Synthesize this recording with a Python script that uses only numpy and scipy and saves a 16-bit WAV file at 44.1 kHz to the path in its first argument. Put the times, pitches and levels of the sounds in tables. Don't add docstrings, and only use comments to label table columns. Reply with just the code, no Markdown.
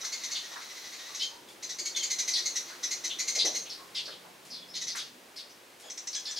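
import sys
import numpy as np
from scipy import signal
from scipy.fft import rfft, irfft
from scipy.io import wavfile

SR = 44100
rng = np.random.default_rng(int(sys.argv[2]) if len(sys.argv) > 2 else 0)


def waveform_to_disk(signal):
    frames = np.transpose(np.atleast_2d(signal))
    scaled = np.clip(frames, -1, 1) * 32767
    samples = np.round(scaled).astype(np.int16)
    wavfile.write(sys.argv[1], SR, samples)


N = 281799
T = np.arange(N) / SR


def from_db(db):
    return 10 ** (np.asarray(db) / 20)


def rms_one(x):
    return x / np.sqrt(np.mean(x ** 2) + 1e-20)


def at_hz(points, hz):
    points = np.array(points)
    return np.interp(np.log(hz + 1), np.log(points[:, 0]), points[:, 1])


def colour(x, spectrum):
    size = x.shape[-1]
    gain = from_db(at_hz(spectrum, np.fft.rfftfreq(size, 1 / SR)))
    return rms_one(irfft(rfft(x) * gain, size))


def band(x, hz, kind):
    return signal.sosfilt(signal.butter(2, np.clip(hz, 10, .45 * SR), kind, fs=SR, output="sos"), x)


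def wobble(size, hz):
    return rms_one(band(rng.standard_normal(2 * size), hz, "low")[size:])


def add(out, s, sound):
    start = max(0, int(s * SR))
    part = sound[..., :max(0, N - start)]
    out[..., start:start + part.shape[-1]] += part


# (frequency [Hz], coherence [0-1])
COHERENCE = [(30, .8), (100, 0.96), (350, 0.82), (700, 0.41), (1400, 0.27), (3000, 0.69), (6000, 0.8),
             (9500, 0.99), (13000, 1)]
def stereo_noise(size):
    mid, side = rfft(rng.standard_normal((2, size)))
    alike = np.clip(at_hz(COHERENCE, np.fft.rfftfreq(size, 1 / SR)), 0, 1)
    return rms_one(irfft(np.sqrt(1 + alike) * mid + np.sqrt(1 - alike) * side * [[1], [-1]], size))


def yard(x, direct_db=-3.5, early_db=.5, early_t60=.21, late_db=-6.5, late_t60=.43):
    t = T[:SR // 2]
    early = stereo_noise(len(t)) * from_db(early_db - 60 * t / early_t60)
    late = band(stereo_noise(len(t)), [2600, 8000], "band") * from_db(late_db - 60 * t / late_t60)
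    response = (early + late) * (1 - np.exp(-t / .003)) / np.sqrt(SR / 50)
    response[:, 0] += from_db(direct_db)
    return signal.fftconvolve(x[None], response, axes=1)


# (frequency [Hz], spectral level [dB])
BEAK_HISS = [(1200, -46), (2100, 6), (2700, -1), (4200, 2), (6500, -1.5), (8000, -8.5), (12000, -32),
             (15500, -90)]
def syrinx(length, contour, partials, flutter, flutter_hz, jitter, shimmer, hiss_db, rise, fall):
    size = int(length * SR)
    progress = np.linspace(0, 1, size)
    pitch = np.polyval(np.polyfit([0, .5, 1], contour, 2), progress)
    shake_hz = flutter_hz * (1 + .072 * wobble(size, 124))
    shake = np.sin(2 * np.pi * (rng.random() + np.cumsum(shake_hz) / SR))
    pitch *= 1 + flutter * shake + jitter * wobble(size, 690)
    phase = 2 * np.pi * np.cumsum(pitch) / SR
    tone = sum(from_db(db) * np.sin(round(k) * phase) for k, db in partials)
    tone = rms_one(tone * np.exp(shimmer * np.tanh(wobble(size, 535))))
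    hiss = from_db(hiss_db) * colour(rng.standard_normal(size), BEAK_HISS)
    attack = np.sin(np.pi / 2 * np.clip(progress / rise, 0, 1)) ** 2
    release = np.sin(np.pi / 2 * np.clip((1 - progress) / fall, 0, 1)) ** 2
    return attack * release * (tone + hiss)


def throat(x, hz=6020, width_hz=2480, boost_db=9.4):
    b, a = signal.iirpeak(hz, hz / width_hz, fs=SR)
    return x + (from_db(boost_db) - 1) * signal.lfilter(b, a, x)


# (harmonic [number], level [dB])
CHATTER_PARTIALS = [(3, -0.5), (4, -15), (5, -17), (6, -17), (7, -29)]
def chatter_note(pitch, first_db, second_db, length, rough):
    partials = [(1, first_db), (2, second_db)] + CHATTER_PARTIALS
    note = syrinx(length, pitch * np.array([.86, 1.03, .85]), partials, flutter=.1 * rough,
                  flutter_hz=524.2, jitter=.0866 * rough, shimmer=rough, hiss_db=-7, rise=.44, fall=.39)
    return throat(note)


# (time [s], relative level [dB], nominal pitch [Hz])
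CHATTER = [(0.0, -34, 1900), (0.043, -27.5, 2018), (0.122, -27, 2160), (0.234, -28, 1994),
           (0.311, -27.5, 2098), (1.144, -30.5, 1928), (1.222, -31, 2103), (1.626, -31, 2011),
           (1.693, -29, 1980), (1.785, -27.5, 2203), (1.851, -26, 2230), (1.961, -23.5, 2107),
           (2.027, -23, 2178), (2.103, -23, 2050), (2.186, -22, 2030), (2.277, -22, 2008),
           (2.367, -24.5, 1925), (2.453, -24, 2105), (2.555, -23, 1963), (2.830, -25, 1927),
           (2.909, -23.5, 2080), (3.040, -24, 1993), (3.189, -23, 2058), (3.276, -22, 2102),
           (3.349, -23, 2091), (3.448, -21, 1990), (3.547, -23.5, 2077), (4.751, -33.5, 2030),
           (4.811, -29, 1960), (4.870, -30, 1970), (4.965, -31, 2000)]
def chatter(usual_db=-27, usual_hz=2070):
    out = np.zeros((2, N))
    for s, db, pitch in CHATTER:
        effort_db = max(db - usual_db, 0)
        second_db = 1 + .005 * (pitch - usual_hz) - .54 * effort_db
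        note = chatter_note(pitch, -3.5, second_db, length=.033, rough=.6 - .028 * effort_db)
        add(out, s - .006, yard(from_db(db - 11) * note))
    return out


# (frequency [Hz], spectral level [dB])
AMBIENT_SPECTRUM = [(18, -56), (30, -33), (108, -16.5), (177, -12), (213, -9.5), (341, -4), (410, -5.5),
                    (492, -4.5), (673, -7), (1140, -10), (1330, -12), (1590, -12), (1770, -12.5),
                    (4660, -17), (15500, -28)]
# (time [s], relative level [dB])
RUMBLE_LEVEL = [(0.0, -59.5), (1.12, -61.5), (1.55, -58), (3.26, -58), (3.54, -52.5), (3.75, -58.5),
                (6.39, -61.5)]
# (time [s], level [dB])
WASH_LEVEL = [(0, -49.5), (1.2, -50), (1.4, -55), (2.3, -49.5), (3.6, -51), (4.3, -54.5), (5.75, -55.5),
              (6.39, -52.5)]
def neighbourhood():
    rumble = rms_one(band(colour(stereo_noise(N), AMBIENT_SPECTRUM), 815, "low"))
    wash = rms_one(band(colour(stereo_noise(N), AMBIENT_SPECTRUM), 1050, "high"))
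    rumble_db = np.interp(T, *np.transpose(RUMBLE_LEVEL)) + .6
    wash_db = np.interp(T, *np.transpose(WASH_LEVEL))
    return from_db(rumble_db) * rumble + from_db(wash_db) * wash


# (start [s], end [s], relative level [dB])
FAR_BOUTS = [(0.03, 1.10, -40), (2.665, 2.71, -41)]
def far_chatter(interval_s=.079):
    out = np.zeros((2, N))
    for start, end, db in FAR_BOUTS:
        for s in np.arange(start, end, interval_s):
            pitch = 1960 + 150 * rng.uniform(-1.005, 1)
            note = chatter_note(pitch, first_db=7, second_db=5.5, length=.065, rough=.68)
            onset = s + .012 * rng.uniform(-1, 1)
            heard = yard(note, direct_db=-7.5, early_db=-13.5, early_t60=.68, late_db=-10, late_t60=.94)
            add(out, onset, from_db(db - 3.5) * heard)
    return out


# (time [s], relative level [dB], band frequency [Hz])
KNOCKS = [(.031, -48.5, 1440), (.510, -49.5, 880), (.558, -43, 1410), (2.700, -48, 1560),
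          (3.360, -44.5, 580), (3.441, -43, 380), (3.450, -38, 607), (4.076, -49, 540),
          (4.079, -50.5, 1500), (4.246, -53, 885), (4.948, -41.5, 1640), (5.840, -52, 620)]
def knocks(t60=.32):
    out, t = np.zeros((2, N)), T[:SR // 2]
    for s, db, hz in KNOCKS:
        body = rms_one(band(stereo_noise(len(t)), [hz / 1.37, hz * 1.25], "band"))
        add(out, s, body * from_db(db + 3 - 60 * t / t60) * (1 - np.exp(-t / .002)))
    return out


def glide(pitch, hz_per_s, length):
    return pitch + hz_per_s * length * np.array([-.5, 0, .5])


# (harmonic [number], level [dB])
CHIRP_PARTIALS = [(1, 12.5), (2, -9.5), (3, -33)]
def chirp_note(length, contour, rasp):
    return syrinx(length, contour, CHIRP_PARTIALS, flutter=.24 * rasp, flutter_hz=400.9,
                  jitter=.051 * rasp, shimmer=1.12 * rasp, hiss_db=-26 + 17 * rasp, rise=.19, fall=.4)


# (time [s], duration [s], middle pitch [Hz], level [dB], rasp [0-1])
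CHIRPS = [(.345, .048, 3763, -33.5, .7), (1.194, 0.049, 4545, -32.5, 0.77), (1.478, .023, 3450, -53, .3),
          (2.334, 0.05, 4230, -26, .5), (3.098, .035, 3500, -35, 0.52), (3.385, .046, 4200, -24, .6),
          (3.66, .033, 3180, -45, 0.7), (3.694, .059, 4650, -39.5, .7), (3.947, .072, 4063, -33.5, .95),
          (4.053, 0.037, 4850, -39.5, .7), (4.102, .052, 3660, -47, .8), (4.496, 0.097, 4590, -42.5, .5),
          (4.737, 0.056, 4490, -37, 0.84), (4.883, .040, 4650, -36, .7), (4.973, .051, 4200, -38, 0.95),
          (5.363, .034, 4850, -40.5, .5), (5.385, .033, 4100, -43.5, .8), (5.496, .022, 5600, -51.5, .6),
          (6.128, .039, 4890, -37.5, 0.74), (6.253, .034, 4745, -35, .65), (6.360, 0.041, 4800, -35, .55)]
def chirps(sweep_hz_per_s=-20000, arch_hz=120):
    out = np.zeros((2, N))
    for s, length, pitch, db, rasp in CHIRPS:
        contour = glide(pitch, sweep_hz_per_s, length) - arch_hz * np.array([1, 0, 1])
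        add(out, s - .003, yard(from_db(db) * chirp_note(length, contour, rasp)))
    return out


# (time [s], duration [s], middle pitch [Hz], level [dB])
FAR_WHISTLES = [(1.085, .045, 1150, -53), (1.289, .110, 938, -57.5), (3.78, .055, 1103, -54.5)]
def far_whistles(sweep_hz_per_s=870):
    out = np.zeros((2, N))
    for s, length, pitch, db in FAR_WHISTLES:
        note = syrinx(length, glide(pitch, sweep_hz_per_s, length), [(1, 0)], flutter=.0073,
                      flutter_hz=60, jitter=.075, shimmer=.7, hiss_db=-30, rise=.3, fall=.4)
        heard = yard(note, direct_db=0, early_db=-1, early_t60=.42, late_db=-14, late_t60=.6)
        add(out, s, from_db(db) * heard)
    return out


# (time [s], duration [s], start pitch [Hz], end pitch [Hz], level [dB])
WHISTLES = [(1.201, 0.053, 2950, 3280, -35), (1.949, .030, 3580, 3360, -32.5),
            (1.976, .085, 3290, 2970, -40.5), (2.326, 0.025, 5600, 5580, -34),
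            (4.578, .073, 3510, 3310, -51.5), (4.683, .049, 4980, 5500, -50)]
def whistles():
    out = np.zeros((2, N))
    for s, length, start, end, db in WHISTLES:
        note = chirp_note(length, [start, (start + end) / 2, end], rasp=.16)
        add(out, s - .003, yard(from_db(db) * note))
    return out


# (start [s], end [s], frequency [Hz], level [dB])
HUMS = [(1.25, 3.40, 351, -64.5), (3.796, 5.308, 178, -69.5), (3.85, 5.20, 134, -73.5),
        (4.40, 5.30, 248, -67.5)]
def hums(fade_s=.17):
    out = np.zeros((2, N))
    for start, end, hz, db in HUMS:
        fade = np.clip(np.minimum(T - start, end - T) / fade_s, 0, 1)
        hum = rms_one(band(rng.standard_normal(N), [hz / 1.054, hz * 1.061], "band"))
        out += fade * from_db(db) * hum
    return out


# (time [s], relative level [dB])
TICKS = [(1.486, -47), (4.451, -47), (4.955, -36), (5.360, -46), (5.798, -45.5)]
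def ticks(t60=.18):
    out, t = np.zeros((2, N)), T[:SR // 20]
    for s, db in TICKS:
        burst = band(rng.standard_normal(len(t)), [1800, 9500], "band")
        add(out, s, yard(from_db(db + 2 - 60 * t / t60) * burst))
    return out


# (harmonic [number], level [dB])
MEW_PARTIALS = [(1, -10.5), (2, -1.5), (3, -5), (4, -6)]
# (time [s], duration [s], top pitch [Hz], level [dB])
MEWS = [(5.83, .07, 1720, -52.5), (6.145, .043, 1698, -41.5), (6.263, .060, 1780, -42),
        (6.366, .035, 1724, -40.5)]
def mews():
    out = np.zeros((2, N))
    for s, length, pitch, db in MEWS:
        note = syrinx(length, pitch * np.array([.9, 1, .88]), MEW_PARTIALS, flutter=.008,
                      flutter_hz=297, jitter=.016, shimmer=.99, hiss_db=-23, rise=.14, fall=.2)
        add(out, s, yard(from_db(db) * note))
    return out


# (time [s], relative level [dB])
FLICKS = [(5.899, -31.5), (5.974, -30.5), (6.071, -27.5), (6.148, -26), (6.308, -31)]
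def flicks(length=.017):
    out = np.zeros((2, N))
    contour = 2188 * np.array([.72, .91, .98])
    for s, db in FLICKS:
        note = syrinx(length, contour, [(1, -8.5), (2, -7), (3, .5), (4, -9.5)], flutter=.03,
                      flutter_hz=530, jitter=.04, shimmer=.5, hiss_db=-5, rise=.5, fall=.4)
        add(out, s - .003, yard(from_db(db - 12) * throat(note)))
    return out


def microphones(x, lag_s=9e-6):
    delay = np.exp(-2j * np.pi * np.fft.rfftfreq(N, 1 / SR) * lag_s)
    left = irfft(rfft(x[0]) * delay, N)
    return np.array([left, x[1]]) * from_db([[.45], [-.45]])


def scene():
    calls = chatter() + far_chatter() + chirps() + far_whistles() + whistles() + mews() + flicks()
    return microphones(calls + ticks()) + neighbourhood() + knocks() + hums()


def record(dry):
    return signal.sosfilt(signal.ellip(12, .1, 80, 15750, fs=SR, output="sos"), dry)


dry = scene()
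out = record(dry)
waveform_to_disk(out)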